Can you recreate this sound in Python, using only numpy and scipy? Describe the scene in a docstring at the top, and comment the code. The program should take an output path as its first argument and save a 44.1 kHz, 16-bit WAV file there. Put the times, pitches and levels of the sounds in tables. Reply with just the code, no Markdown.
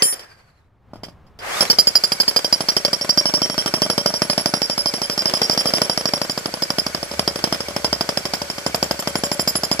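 """A concrete path by a house wall, distant traffic behind. An electric breaker strikes once, coasts to
a stop, is set down, then spins up and hammers about twelve blows a second. Each blow thuds in the slab
and cracks at the tip; the steel chisel jumps, rings freely and is damped when it lands. The gears whine
as the piston loads them, and the wall throws each blow back to a pair of microphone ports."""
import sys
import numpy as np
from scipy import signal
from scipy.fft import rfft, irfft, next_fast_len
from scipy.io import wavfile
from scipy.ndimage import uniform_filter1d

SR = 44100
rng = np.random.default_rng(int(sys.argv[2]) if len(sys.argv) > 2 else 0)


def store_pcm(level_fs):
    """Save levels as 16-bit WAV."""
    pcm = np.round(np.clip(level_fs, -1, 1) * 32767).astype(np.int16)
    wavfile.write(sys.argv[1], SR, np.atleast_2d(pcm).T)


N = 432180
N_FFT = next_fast_len(N + 4096, True)


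def gain(db):
    """dB to amplitude."""
    return np.exp(np.asarray(db) * (np.log(10) / 20))


def unit_rms(x):
    """Scale to rms 1."""
    return x / np.sqrt(np.mean(x ** 2) + 1e-20)


def spectrum_db(points, hz):
    """Level at hz, interpolated over log frequency."""
    f, db = np.transpose(points)
    return np.interp(np.log(hz + 1), np.log(f + 1), db)


def columns_at(rows, t):
    """Table columns interpolated at times t."""
    times, *columns = np.transpose(rows)
    return [np.interp(t, times, c) for c in columns]


def add(mix, start_s, sound):
    """Mix in at start_s."""
    part = mix[..., round(start_s * SR):][..., :sound.shape[-1]]
    part += sound[..., :part.shape[-1]]


def noise(spectrum, corr):
    """Coloured stereo noise, channel correlation corr."""
    hz = np.fft.rfftfreq(N_FFT, 1 / SR)
    a, b = rfft(rng.standard_normal((2, N_FFT))) * gain(spectrum_db(spectrum, hz))
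    right = corr * a + np.sqrt(1 - corr ** 2) * b
    return unit_rms(irfft(np.array([a, right]))[:, :N])


def narrowband(hz, width_hz):
    """Tone of wandering amplitude and phase; hz may be a curve."""
    knots = np.arange(0, N + SR, SR / width_hz)
    re, im = (np.interp(np.arange(N), knots, v) for v in rng.standard_normal((2, len(knots))))
    phase = 2 * np.pi * np.cumsum(np.broadcast_to(hz, N) / SR)
    return unit_rms(re * np.cos(phase) + im * np.sin(phase))


# Traffic spectrum: f/Hz, density/dB
TRAFFIC = [(25, 0), (110, 6.5), (300, -9.5), (1080, -13.5), (9000, -47)]


def street(t):
    """Far traffic swells once and eases off; a low drone joins late."""
    drone = gain(-48) * np.clip((t - 6.7) / .25, 0, 1) * narrowband(73.5, width_hz=16)
    swell_db = np.interp(t, [.79, .96, 2.2], [0, 11.3, 4])
    return gain(-57.5 + swell_db) * noise(TRAFFIC, corr=.89) + drone


def yard(x):
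    """Dull mono wall echo and a short scattered stereo tail."""
    t = np.arange(SR // 5) / SR
    taps = rng.standard_normal((2, len(t))) * (rng.random((2, len(t))) < .05) * gain(-60 * t / .21)
    taps *= gain(-14) / np.linalg.norm(taps[0])
    echo = np.zeros(N)
    add(echo, start_s=.033, sound=gain(-13.5) * signal.lfilter([.25], [1, -.75], x))
    return echo, signal.oaconvolve(x[None], taps, axes=1)[:, :N]


# Left port's phase lead: f/Hz, phase/rad
PORT_LEAD = [(0, 0), (1460, -.3), (2840, 2.9), (4910, 7.7), (6890, 15), (9470, 21), (12200, 28),
             (15500, 31)]
# Left over right: f/Hz, level/dB
PORT_BALANCE = [(60, 5.5), (180, -0.5), (550, 0.5), (1650, 0.5), (2900, 2), (4300, -4.5), (5600, -5.5),
                (7500, 5.5), (10000, -2), (15000, -6.5)]


def ports(x):
    """The left port hears the tool first; the housing shades each side."""
    hz = np.fft.rfftfreq(N_FFT, 1 / SR)
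    shade = gain(spectrum_db(PORT_BALANCE, hz) / 2)
    lag = np.exp(-1j * np.interp(hz, *np.transpose(PORT_LEAD)))
    return irfft(rfft(x, N_FFT) * [shade, lag / shade])[:, :N]


SWITCH_ON_S, SPIN_UP_S, STOP_S = 1.389, .14, .7


def drive(t):
    """The motor coasts, stops and races up; its sound ducks once the hammering starts."""
    on, on_s = t > SWITCH_ON_S, np.maximum(t - SWITCH_ON_S, 0)
    spin_up = 1 - .9 * np.exp(-on_s / SPIN_UP_S)
    working = np.clip((t - BLOWS[1][0]) / .12, 0, 1)
    duck_db = 15.5 * working  # recorder gain drops
    catch = np.clip(on_s / .04, .2, 1)
    driven = gain(-20.5 - duck_db - 15 * (1 - spin_up) ** 2) * catch
    coasting = gain(-30.5 - 54 * t) * np.clip((STOP_S - t) / .05, 0, 1)
    return np.where(on, spin_up, 1.22 - .65 * t), np.where(on, driven, coasting), working


# Fan and brush spectrum: f/Hz, density/dB
FAN = [(60, -35), (580, -8), (920, -9), (1500, -8), (2230, -9), (2850, -13.5), (3200, -13.5), (3750, -15.5),
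       (4600, -9), (11200, -19.5), (14500, -25.5), (14900, -59.5)]


def fan(on, speed):
    """Fan and brushes whirr: dull while coasting, hissier with speed once on."""
    whirr = noise(FAN, corr=.031)
    low = signal.lfilter(*signal.butter(2, 3000, fs=SR), whirr)
    return low + (whirr - low) * gain(np.where(on, -17 * (1 - speed), -9.5))


# Housing tones: f/Hz
HOUSING_HZ = [568, 1470, 3150]
# Per tone: level/dB, width/Hz
HOUSING_TONES = [(-4.5, 30), (-15, 70), (-15, 200)]


def housing(t, cycle):
    """Three humming tones; each blow kicks the outer two, harder as the tip beds in."""
    low, mid, high = (gain(db) * narrowband(hz, width_hz)
                      for hz, (db, width_hz) in zip(HOUSING_HZ, HOUSING_TONES))
    bedding_db = columns_at(SEATING, t)[2]
    return gain(4.5 - 14.5 * cycle + bedding_db) * (low + high) + mid


# Tooth mesh at unit speed: f/Hz
MESH_HZ = [1500, 2250, 4500, 7500]
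# Per tone: loaded level/dB, free level/dB
MESH_LEVELS = [(-16, -7.5), (-11.5, -18), (-13, -7), (-16, -25)]


def gears(t, on, speed, cycle):
    """The gears slow and whine while the piston squeezes its air cushion, late in each cycle."""
    until_work_s = BLOWS[1][0] - t
    free = until_work_s > 0
    squeeze = np.clip((cycle - .6) / .4, 0, 1)
    first_squeeze = np.clip(1 - until_work_s / .03, 0, 1) * free
    wobble = unit_rms(uniform_filter1d(rng.standard_normal(N), 300)) * ~on
    pitch = speed * (1.08 - .135 * (squeeze + first_squeeze)) * (1 + .05 * wobble)
    loaded = gain(-11 + 16 * np.sin(np.pi * squeeze ** 1.1) ** .5) * ~free
    racing = gain(-5 * ~on) * free * speed ** 2
    return sum((gain(loaded_db) * loaded + gain(free_db) * racing) * narrowband(hz * pitch, .025 * hz)
               for hz, (loaded_db, free_db) in zip(MESH_HZ, MESH_LEVELS))


def motor(t):
    """Gears, housing and fan; the piston keeps pumping as the motor coasts."""
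    speed, level, working = drive(t)
    on = t > SWITCH_ON_S
    blows_s = np.array(BLOWS)[1:, 0]
    cycle = np.interp(t, blows_s, np.arange(len(blows_s))) % 1
    pumping = gain(2.7 * np.sin(2 * np.pi * np.cumsum(12 * speed) / SR) * ~on)
    return level * pumping * (gears(t, on, speed, cycle) + working * housing(t, cycle) + fan(on, speed))


def grit_burst(db, t60_s):
    """Envelope of a spray of grit."""
    t = np.arange(round(t60_s * SR)) / SR
    return gain(db - 60 * t / t60_s) * np.minimum(t / .00036, 1)


# Grit spectrum: f/Hz, density/dB
GRIT_SPECTRUM = [(100, -24), (300, 0.5), (450, 6), (650, 2), (920, -4), (1480, -4), (2250, -4.5),
                 (2850, -7), (3200, -1), (3800, -11), (5000, -5.5), (6500, -12.5), (14500, -19),
                 (14900, -47.5)]


def grit_noise():
    """Lumpy noise of crunching concrete."""
    lumps = gain(2.25 * unit_rms(uniform_filter1d(rng.standard_normal(N), 60)))
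    return unit_rms(noise(GRIT_SPECTRUM, corr=.33) * lumps)


# Slab modes: f/Hz, level/dB, t60/s
SLAB_MODES = [(201, -12, 0.038), (263, -5, 0.02), (593.3, -5, 0.041), (744, -17.5, 0.035),
              (1096, -6, 0.026), (1461, -20, 0.064)]


def slab_thud(db, spread=.028, rise_s=.00072, snap_gain=1):
    """A sharp pull of air as the tip drives down, then the slab's short ring, sagging in pitch."""
    t = np.arange(1400) / SR
    hz, mode_db, t60_s = np.transpose(SLAB_MODES)[:, :, None]
    detune, strength = rng.standard_normal((2, len(hz), 1))
    sagged_t = t + .07 * .006 * (1 - np.exp(-t / .006))
    envelope = gain(mode_db + .65 * strength - 60 * t / t60_s) * (1 - np.exp(-t / rise_s))
    ring = -np.sin(2 * np.pi * hz * (1 + spread * detune) * sagged_t) * envelope
    snap = -.95 * np.exp(-((t - .0006) / .00028) ** 2)
    return gain(db) * (.58 * ring.sum(0) + snap_gain * snap)


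# Chisel modes, by family: f/Hz
MODE_HZ = [3130, 4235, 4887, 5035, 5110, 7050, 7176, 9443, 9626, 12020, 13990, 14600, 5550, 10880]
# Modes per family: main bending, stiffer plane, upper bending, lengthwise
FAMILY_SIZES = [3, 2, 7, 2]
# Per mode: ring level/dB, crack level/dB, free t60/s
CHISEL_MODES = [(-6.5, -17, 0.17), (-21, -13.5, .1), (-0.5, 4.5, 0.13), (-2.5, -1, 0.28), (-11, 4, 0.26),
                (-4, -13.5, 0.25), (-2, -19.5, 0.53), (-10.5, -29.5, 0.7), (-16, -23, 0.33),
                (-7, -25.5, 0.67), (-23, -17, 0.25), (-23, -29.5, 0.141), (4.5, -1, 0.93),
                (-4.5, -16, 0.62)]


def chisel(crack_db, ring_db, lift_s, land_s, shake=1):
    """Steel modes: choked by the concrete at the blow, free from lift-off, damped on landing."""
    t = np.arange(round((land_s + .045) * SR)) / SR
    hz = np.array(MODE_HZ)[:, None]
    free_db, hit_db, t60_s = np.transpose(CHISEL_MODES)[:, :, None]
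    detune, strength, phase, smear, port_phase = rng.standard_normal((5, len(hz), 1))
    axial = np.arange(len(hz))[:, None] >= len(hz) - FAMILY_SIZES[-1]

    rise = np.clip((t - lift_s * np.where(axial, .2, 1)) / np.where(axial, .006, .0015), 0, 1)
    landed_s = np.maximum(t - land_s, 0)
    damping_db = np.where(axial, 10.5, 18) * np.minimum(landed_s / .0029, 1) + 60 * landed_s / 4.2
    decay_db = 60 * (t - land_s / 2) / t60_s + damping_db
    knots = np.linspace(0, t[-1], 2 + round(t[-1] * 260))
    depth_db = shake * np.select([hz < 4500, axial, hz > 5000], [5, 4, 3], 1.5)
    chatter_db = depth_db * [np.interp(t, knots, v) for v in rng.standard_normal((len(hz), len(knots)))]
    aim_db = 2 * shake * strength * (free_db < -3.2)  # weak modes depend on how squarely the blow falls
    envelope = rise * gain(free_db + ring_db[:, None] + aim_db + chatter_db - decay_db)

    spread = shake * np.select([hz < 4500, axial], [.012, .0025], .002)  # low modes shift with the grip
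    stiff_plane = (hz > 5000) & (hz < 5200)
    glide_s = .035 * .008 * (1 - np.exp(-t / .008)) * stiff_plane  # starts sharp while gripped
    modes = envelope * np.exp(2j * np.pi * (hz * ((1 + spread * detune) * t + glide_s) + phase))

    crack_t = t[:900]
    choked = gain(crack_db + hit_db - 7.5 - 60 * crack_t / .022) * np.minimum(crack_t / .00045, 1)
    modes[:, :900] += choked * np.exp(2j * np.pi * (hz * (1 + .016 * smear) * crack_t + phase))
    to_ports = np.exp(.55j * shake * port_phase.T * [[1], [-1]])  # long rod: own phase at each port
    fade = np.linspace(3, 0, len(t)).clip(0, 1)
    return (to_ports @ modes).real * fade


# Chisel seating: t/s, lift-off/ms, landing/ms, thud re blow/dB, rattle re blow/dB,
# lengthwise ring/dB, its overtone/dB, upper bending/dB, stiffer re main plane/dB
SEATING = [(0.1, 5, 120, -8.5, -19.5, -26, -38, 10, -14.5), (1.6, 1, 27.4, -4, -4, -20, -22, -6, -22.5),
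           (1.9, 1, 21.6, -7.5, -5, -34.5, -23.5, -3.5, -32),
           (3.05, 0.5, 21, -2.5, -12, -24, -26.5, -14, -31), (3.25, 8, 33, 0, -15, -22, -28, -13, 4),
           (4.5, 9.5, 43.2, -0.5, -7, -33, -28, -19, 10), (5.15, 12.5, 42, -2, -27, -33, -29, -11, 8),
           (5.5, 13, 45, -1.5, -17, -29, -26.5, -9, 4), (6.15, 18, 36, -2, -31, -32.5, -28.5, -20, 11),
           (6.35, 9, 22, -3, -26, -38, -30.5, 3, 5), (7.5, 3.5, 26, -0.5, -5, -38, -38, -26, 21),
           (8.95, 3, 16, -0.5, -8, -32.5, -40, 13, 16), (9.15, 0, 36, 4.5, -4, -33.5, -26, 8, 8),
           (9.8, 1, 24, -1, -7, -40, -23.5, -5, 12)]


def strike(slab, steel, grit, start_s, blow_db, bend_db):
    """Mix in one blow; the seating sets the chisel's jump and the balance of its modes."""
    lift_ms, land_ms, *levels = columns_at(SEATING, start_s)
    thud_db, rattle_db, axial_db, overtone_db, upper_db, tilt_db = levels
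    land_ms += 3 * np.tanh(rng.standard_normal())
    excess_db = bend_db + 22  # over the usual ring
    axial_db += .32 * excess_db
    upper_db += (bend_db + blow_db) / 2 - 13
    main_db = bend_db - 10 * np.log10(1 + gain(2 * tilt_db))  # two planes share the ring
    ring_db = np.repeat([main_db, main_db + tilt_db, upper_db, axial_db], FAMILY_SIZES)
    ring_db[0] = min(blow_db + thud_db - 14, axial_db + .5)  # rings as the tip beds in
    ring_db[11] = main_db - 3.5  # highest mode bends in the main plane
    ring_db[-1] = overtone_db
    shake = 1
    if start_s < SWITCH_ON_S:  # clear of the concrete: two upper modes sing, the rod barely shakes
        ring_db[[7, 9]] += [19, 5]
        shake = .25
    add(steel, start_s, chisel(blow_db + .12 * excess_db, ring_db, lift_ms / 1000, land_ms / 1000, shake))
    add(slab, start_s, slab_thud(blow_db + thud_db))
    add(grit, start_s, grit_burst(blow_db - 9.5, t60_s=.032))
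    add(grit, start_s, grit_burst(blow_db + rattle_db - 18.5, t60_s=.2))  # chisel rattles in its holder


# Piston blows: t/s, level/dB, bending ring/dB
BLOWS = [(0.022, 0.5, -42), (1.607, -4.5, -17), (1.6994, -5.5, -7.5), (1.7861, -6, -4.5), (1.8707, -7, -8),
         (1.9537, -5.5, -6), (2.0366, -7, -9), (2.119, -7.5, -15.5), (2.2005, -8.5, -8.5),
         (2.279, -8, -9.5), (2.3621, -6.5, -7.5), (2.4449, -9.5, -17), (2.526, -5, -10), (2.606, -6, -37),
         (2.6861, -5.5, -12), (2.7663, -5, -19), (2.849, -5.5, -15.5), (2.9305, -7, -16.5),
         (3.0109, -14, -26), (3.0923, -9, -11), (3.1742, -6, -10.5), (3.256, -8.5, -19.5),
         (3.3384, -7.5, -14.5), (3.4182, -8.5, -18.5), (3.4983, -10.5, -38), (3.5793, -7.5, -20),
         (3.6599, -8, -29), (3.739, -5, -22), (3.819, -4.5, -17), (3.8995, -6, -20), (3.9791, -5, -22),
         (4.0596, -4.5, -17), (4.1393, -11.5, -22), (4.2189, -4, -29), (4.2985, -5.5, -15.5),
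         (4.378, -5, -24), (4.4586, -6.5, -23.5), (4.5381, -5, -22.5), (4.6178, -10.5, -15),
         (4.698, -10.5, -16.5), (4.7777, -9.5, -15.5), (4.8581, -9.5, -13.5), (4.9378, -10, -22),
         (5.0167, -10, -18.5), (5.0977, -9, -20.5), (5.177, -9, -15), (5.2567, -7, -16.5),
         (5.337, -8, -16.5), (5.417, -6, -14), (5.4968, -7, -13.5), (5.5756, -6, -13.5),
         (5.6567, -6.5, -13.5), (5.7365, -5.5, -14), (5.8172, -2.5, -23), (5.8965, -6, -20),
         (5.9757, -7.5, -23), (6.0556, -6, -15.5), (6.1359, -5, -20), (6.216, -7.5, -23), (6.296, -8, -17),
         (6.3763, -7.5, -37), (6.4577, -9, -56), (6.5395, -12, -47), (6.6216, -8, -13.5),
         (6.7029, -5.5, -32), (6.7839, -5, -13), (6.8651, -8, -29), (6.9471, -9, -33), (7.029, -12.5, -48),
         (7.1136, -16.5, -40), (7.1939, -5, -35), (7.2769, -6.5, -18), (7.3579, -12.5, -33),
         (7.44, -4, -25), (7.5251, -6.5, -20), (7.6045, -12.5, -26), (7.6839, -16, -44),
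         (7.7638, -8.5, -35), (7.8452, -6.5, -17), (7.9281, -6.5, -18), (8.009, -7.5, -25),
         (8.0905, -7, -27), (8.173, -7, -26), (8.2534, -10, -27), (8.336, -8, -24), (8.417, -12, -39),
         (8.4998, -14.5, -29.5), (8.5819, -14.5, -49), (8.6636, -6.5, -36), (8.7453, -6, -32),
         (8.8274, -5.5, -30.5), (8.9102, -5.5, -54), (8.992, -15, -32), (9.0735, -9.5, -46),
         (9.155, -9.5, -44), (9.2359, -11, -29), (9.316, -10, -28), (9.3946, -10, -21), (9.4751, -8.5, -16),
         (9.554, -9, -20), (9.634, -9, -20), (9.714, -6, -19.5), (9.7934, -7.5, -14)]
# Softer thuds and grit between blows (wall echoes, tip bounces): t/s, thud/dB, grit/dB
SOFT_THUDS = [(1.625, -6, -17.5), (1.652, -22.3, -22), (1.729, -33, -22.5), (2.232, -20, -23.5),
              (2.31, -18, -26), (2.391, -25, -21.3), (2.718, -19, -23), (2.88, -5, -25), (3.046, -7, -23),
              (3.209, -8, -26), (3.295, -9, -24), (3.378, -7, -28), (3.459, -18, -23), (3.542, -14, -24),
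              (3.604, -29, -36), (3.621, -24, -25), (3.676, -30, -18), (3.78, -11, -34),
              (3.862, -3.5, -23.5), (4.103, -6.5, -29), (4.33, -29, -24), (4.397, -28.6, -26),
              (4.562, -25, -31), (4.98, -11.5, -31), (5.22, -9, -25), (5.297, -13, -25.8),
              (5.312, -28, -31), (5.371, -21, -29), (5.531, -11, -32), (5.548, -18, -29), (5.607, -15, -22),
              (5.688, -21, -24), (5.703, -16, -24), (5.771, -17.5, -23), (5.782, -6, -22),
              (5.847, -21.2, -32), (5.862, -27, -35), (6.01, -15, -25), (6.087, -26, -21),
              (6.176, -11, -23.6), (6.248, -23, -27), (6.481, -11, -37), (6.571, -13, -33),
              (6.652, -28, -34), (6.738, -28, -41), (6.973, -16, -28), (7.137, -13, -29), (7.389, -11, -22),
              (7.473, -11, -27), (7.545, -25.0, -23), (7.707, -11, -36), (7.868, -15, -35),
              (8.682, -17, -35), (8.849, -23, -30), (9.023, -10, -28), (9.267, -24, -26.5),
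              (9.746, -24, -29)]
# Tip scraping in its hole: t/s, level/dB
SCRAPE = [(1.6, -49.5), (4.5, -44.5), (5.15, -40), (5.3, -32), (5.85, -34), (6.2, -44), (9.8, -45)]
# Knocks of the idle tool, the last one the click of its trigger: t/s, thud/dB, crack/dB
IDLE_KNOCKS = [(0.126, -41.5, -29.5), (0.193, -49, -36.5), (0.233, -42, -50), (0.934, -20.5, -49.5),
               (0.957, -26, -52), (1.034, -19, -32), (1.084, -26.5, -49), (1.267, -47, -59),
               (1.389, -47, -37)]


def hammering(t):
    """Blows, softer thuds between them, scraping and knocks: slab, steel and grit."""
    slab, grit, steel = np.zeros(N), np.zeros(N), np.zeros((2, N))
    for blow in BLOWS:
        strike(slab, steel, grit, *blow)
    for start_s, thud_db, grit_db in SOFT_THUDS:
        add(slab, start_s, slab_thud(thud_db - 1.5, spread=.062, rise_s=.0028, snap_gain=.3))
        add(grit, start_s, grit_burst(grit_db + 2, t60_s=.035))
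    grit += gain(columns_at(SCRAPE, t)[0]) * (t > BLOWS[1][0])
    for start_s, thud_db, crack_db in IDLE_KNOCKS:
        ring_db = crack_db - np.repeat([3, 10, 18, 18], FAMILY_SIZES)
        add(steel, start_s, chisel(crack_db, ring_db, lift_s=0, land_s=.02))
        add(slab, start_s, slab_thud(thud_db))
        add(grit, start_s, grit_burst(crack_db - 1, t60_s=.14))
    low_cut = signal.butter(3, 125, "high", fs=SR, output="sos")  # too small to radiate deep bass
    return signal.sosfilt(low_cut, slab + grit * grit_noise()) + steel


def scene():
    """Breaker, yard echoes and street."""
    t = np.arange(N) / SR
    tool = hammering(t) + motor(t)
    echo, tail = yard(tool.mean(0))
    return ports(tool + echo) + tail + street(t)


def record(dry):
    """Clip peaks, then low-pass at 15.8 kHz."""
    low_pass = signal.firwin(401, 15800, window=("kaiser", 9), fs=SR)
    return signal.oaconvolve(np.clip(dry, -1, 1), low_pass[None], "same")


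dry = scene()
out = record(dry)
store_pcm(out)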